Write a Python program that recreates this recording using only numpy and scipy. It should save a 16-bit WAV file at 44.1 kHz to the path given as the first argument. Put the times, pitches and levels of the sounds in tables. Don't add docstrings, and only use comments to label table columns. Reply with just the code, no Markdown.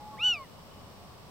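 import sys
import numpy as np
from scipy import signal
from scipy.fft import rfft, irfft
from scipy.io import wavfile
from scipy.ndimage import uniform_filter1d

SR = 44100
rng = np.random.default_rng(int(sys.argv[2]) if len(sys.argv) > 2 else 0)


def unload_audio(sound):
    columns = np.transpose(np.atleast_2d(sound))
    steps = np.round(np.clip(columns, -1, 1) * 32767)
    wavfile.write(sys.argv[1], SR, steps.astype(np.int16))


N = 57330
TIME_S = np.arange(N) / SR


def mew():
    # (time [s], pitch [Hz])
    pitch = [(.17, 800), (.181, 964), (.194, 1169), (.211, 1310), (.225, 1383), (.25, 1489), (.275, 1489),
             (.31, 1444), (.325, 1407), (.343, 1320), (.359, 1210), (.4, 1097), (.438, 1052), (.465, 860)]
    # (time [s], level [dB])
    first_level = [(.172, -68), (.197, -46), (.255, -42), (.31, -43.5), (.355, -48.5), (.42, -40),
                   (.443, -50.5), (.462, -67)]
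    # (time [s], level [dB])
    second_level = [(.168, -64), (.195, -40), (.235, -23), (.268, -18.5), (.295, -21.5), (.321, -23),
                    (.355, -35.5), (.38, -41.5), (.397, -58), (.445, -56), (.475, -75)]
    # (time [s], level [dB])
    third_level = [(.172, -74), (.2, -48), (.228, -54.5), (.28, -45.5), (.312, -50.5), (.335, -56.5),
                   (.355, -52.5), (.385, -76)]
    # (time [s], level [dB])
    fourth_level = [(.185, -79), (.212, -61.5), (.245, -44), (.305, -40.5), (.322, -51.5), (.338, -40.5),
                    (.356, -56.5), (.385, -57), (.44, -75)]
    # (harmonic, level re fourth at unit effort [dB], growth with effort [dB/dB, sign ignored])
    overtones = [(5, -8, 1), (6, -26.5, -2.5), (7, -41, -1), (8, -32.5, 1.5), (9, -23, -2.5)]
    # (frequency [Hz], relative density [dB])
    air_spectrum = [(1500, -22.5), (2500, -24.5), (3050, -11.5), (3650, 1.5), (4100, -22), (5500, -16.5),
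                    (7500, -22), (10500, -27), (13000, -23), (15500, -31.5)]
    flutter_hz, flutter_bend, flutter_depth = 150, .012, .45
    shimmer_hz, unit_effort_db = 130, -21

    flutter_phase = integrate_phase(flutter_hz * (1 + .2 * walk(40)))
    flutter = swell(centre_s=.356, width_s=.015) * np.sin(flutter_phase)
    pitch_hz = curve(pitch)
    phase = jittered_phase(pitch_hz) + integrate_phase(pitch_hz * flutter_bend * flutter)

    def harmonic(k, shimmer_db=1.0):
        return undb(shimmer_db * walk(shimmer_hz)) * np.sin(k * phase)

    first = envelope(first_level) * np.sin(phase)
    second_gain = envelope(second_level)
    airy_second = second_gain * (harmonic(2, shimmer_db=.15) + undb(-30) * noise(air_spectrum))
    third = envelope(third_level) * harmonic(3)
    fourth = harmonic(4)
    effort = np.abs(second_gain) / undb(unit_effort_db)
    upper = sum(undb(db) * effort ** abs(growth) * harmonic(round(k)) for k, db, growth in overtones)
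    treble = envelope(fourth_level) * (fourth + upper)
    return first + (airy_second + third + treble) * (1 + flutter_depth * flutter)


def whistle(rows):
    return envelope(rows, axis=2) * np.sin(jittered_phase(curve(rows)))


def owl():
    # (time [s], pitch [Hz], level [dB])
    low_whistle = [(0, 835, -46.5), (.085, 845.4, -43), (.15, 855, -46.5), (.225, 853, -50),
                   (.285, 829.4, -43), (.318, 779, -59.5), (.345, 728, -46), (.378, 645, -54),
                   (.405, 596, -50), (.45, 498, -64)]
    # (time [s], pitch [Hz], level [dB])
    peep = [(.105, 1155, -67.5), (.143, 1111, -42), (.165, 1088, -53), (.19, 1075, -59.5)]
    side_gain = undb(-49) * swell(centre_s=.306, width_s=.014)
    side_tone = side_gain * np.sin(jittered_phase(hz=np.full(N, 3625.)))
    return mew() + whistle(low_whistle) + whistle(peep) + side_tone


def outdoors(x):
    # (delay [s], level [dB])
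    reflections = [(.07, -46), (0.136, -46.5)]
    trees = sum(undb(db) * delayed(x, delay_s) for delay_s, db in reflections)
    slope = diffuse_echo(delayed(x, delay_s=.41), db=-40, t60_s=1.8)
    hills = diffuse_echo(x, db=-37.5, t60_s=3.0)
    branches = diffuse_echo(x, db=-35, t60_s=.3)
    return x + trees + branches + slope + hills


def diffuse_echo(x, db, t60_s):
    onset = 1 - np.exp(-TIME_S / .015)
    response = rng.standard_normal((2, N)) * undb(-60 * TIME_S / t60_s) * onset
    response /= np.sqrt((response ** 2).sum(axis=1, keepdims=True))
    return undb(db) * signal.fftconvolve(x[None], response, axes=1)[:, :N]


def far_note():
    # (time [s], pitch [Hz], level [dB])
    note = [(.99, 675, -62), (1.035, 707, -53.5), (1.07, 726, -68)]
    return whistle(note)


def rumble():
    # (frequency [Hz], relative density [dB])
    spectrum = [(20, -8.5), (38, -15.5), (68, -1), (125, -2), (210, -3.5), (330, -11.5), (520, -8),
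                (800, -10.5), (1150, -10.5), (1600, -26.5), (2500, -41.5)]
    return stereo_noise(spectrum, db=-51.5, side_db=-6, pan_db=1.0) * undb(.56 * walk(hz=6))


def hiss():
    # (frequency [Hz], relative density [dB])
    spectrum = [(800, -1.5), (2000, 0), (3000, -0.5), (5600, -1.5), (6500, -12), (7400, -7), (9200, -7),
                (10400, -21.5), (12500, -10.5), (15500, -9.5)]
    return stereo_noise(spectrum, db=-60.5, side_db=1, pan_db=-.5)


def stereo_noise(spectrum, db, side_db, pan_db):
    balance = undb(np.array([[pan_db], [-pan_db]]) / 2)
    mid = noise(spectrum)
    side = undb(side_db) * noise(spectrum) * np.array([[1], [-1]])
    return undb(db) * balance * (mid + side)


def noise(spectrum):
    hz, db = np.array(spectrum).T
    bins_hz = np.fft.rfftfreq(N, 1 / SR)
    gain = undb(np.interp(np.log(bins_hz + 1), np.log(hz), db))
    shaped = irfft(rfft(rng.standard_normal(N)) * gain, N)
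    return shaped / shaped.std()


def walk(hz):
    rolloff = 1 + (np.fft.rfftfreq(N, 1 / SR) / hz) ** 4
    drift = irfft(rfft(rng.standard_normal(N)) / rolloff, N)
    return drift / drift.std()


def jittered_phase(hz, jitter=.0025):
    return integrate_phase(uniform_filter1d(hz, size=400) * (1 + jitter * walk(hz=260)))


def integrate_phase(hz):
    return 2 * np.pi * np.cumsum(hz) / SR


def envelope(rows, axis=1):
    gate = 1. * ((TIME_S >= rows[0][0]) & (TIME_S <= rows[-1][0]))
    return undb(curve(rows, axis)) * uniform_filter1d(gate, size=200)


def curve(rows, axis=1):
    rows = np.array(rows)
    return np.interp(TIME_S, rows[:, 0], rows[:, axis])


def swell(centre_s, width_s):
    return np.exp(-((TIME_S - centre_s) / width_s) ** 2)


def delayed(x, delay_s):
    return np.interp(TIME_S - delay_s, TIME_S, x, left=0)


def undb(db):
    return 10 ** (np.asarray(db) / 20)


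def scene():
    return rumble() + hiss() + outdoors(owl()) + far_note()


def record(dry):
    cutoff_hz = 15730
    return signal.sosfilt(signal.ellip(10, .1, 80, cutoff_hz, fs=SR, output="sos"), dry)


dry = scene()
out = record(dry)
unload_audio(out)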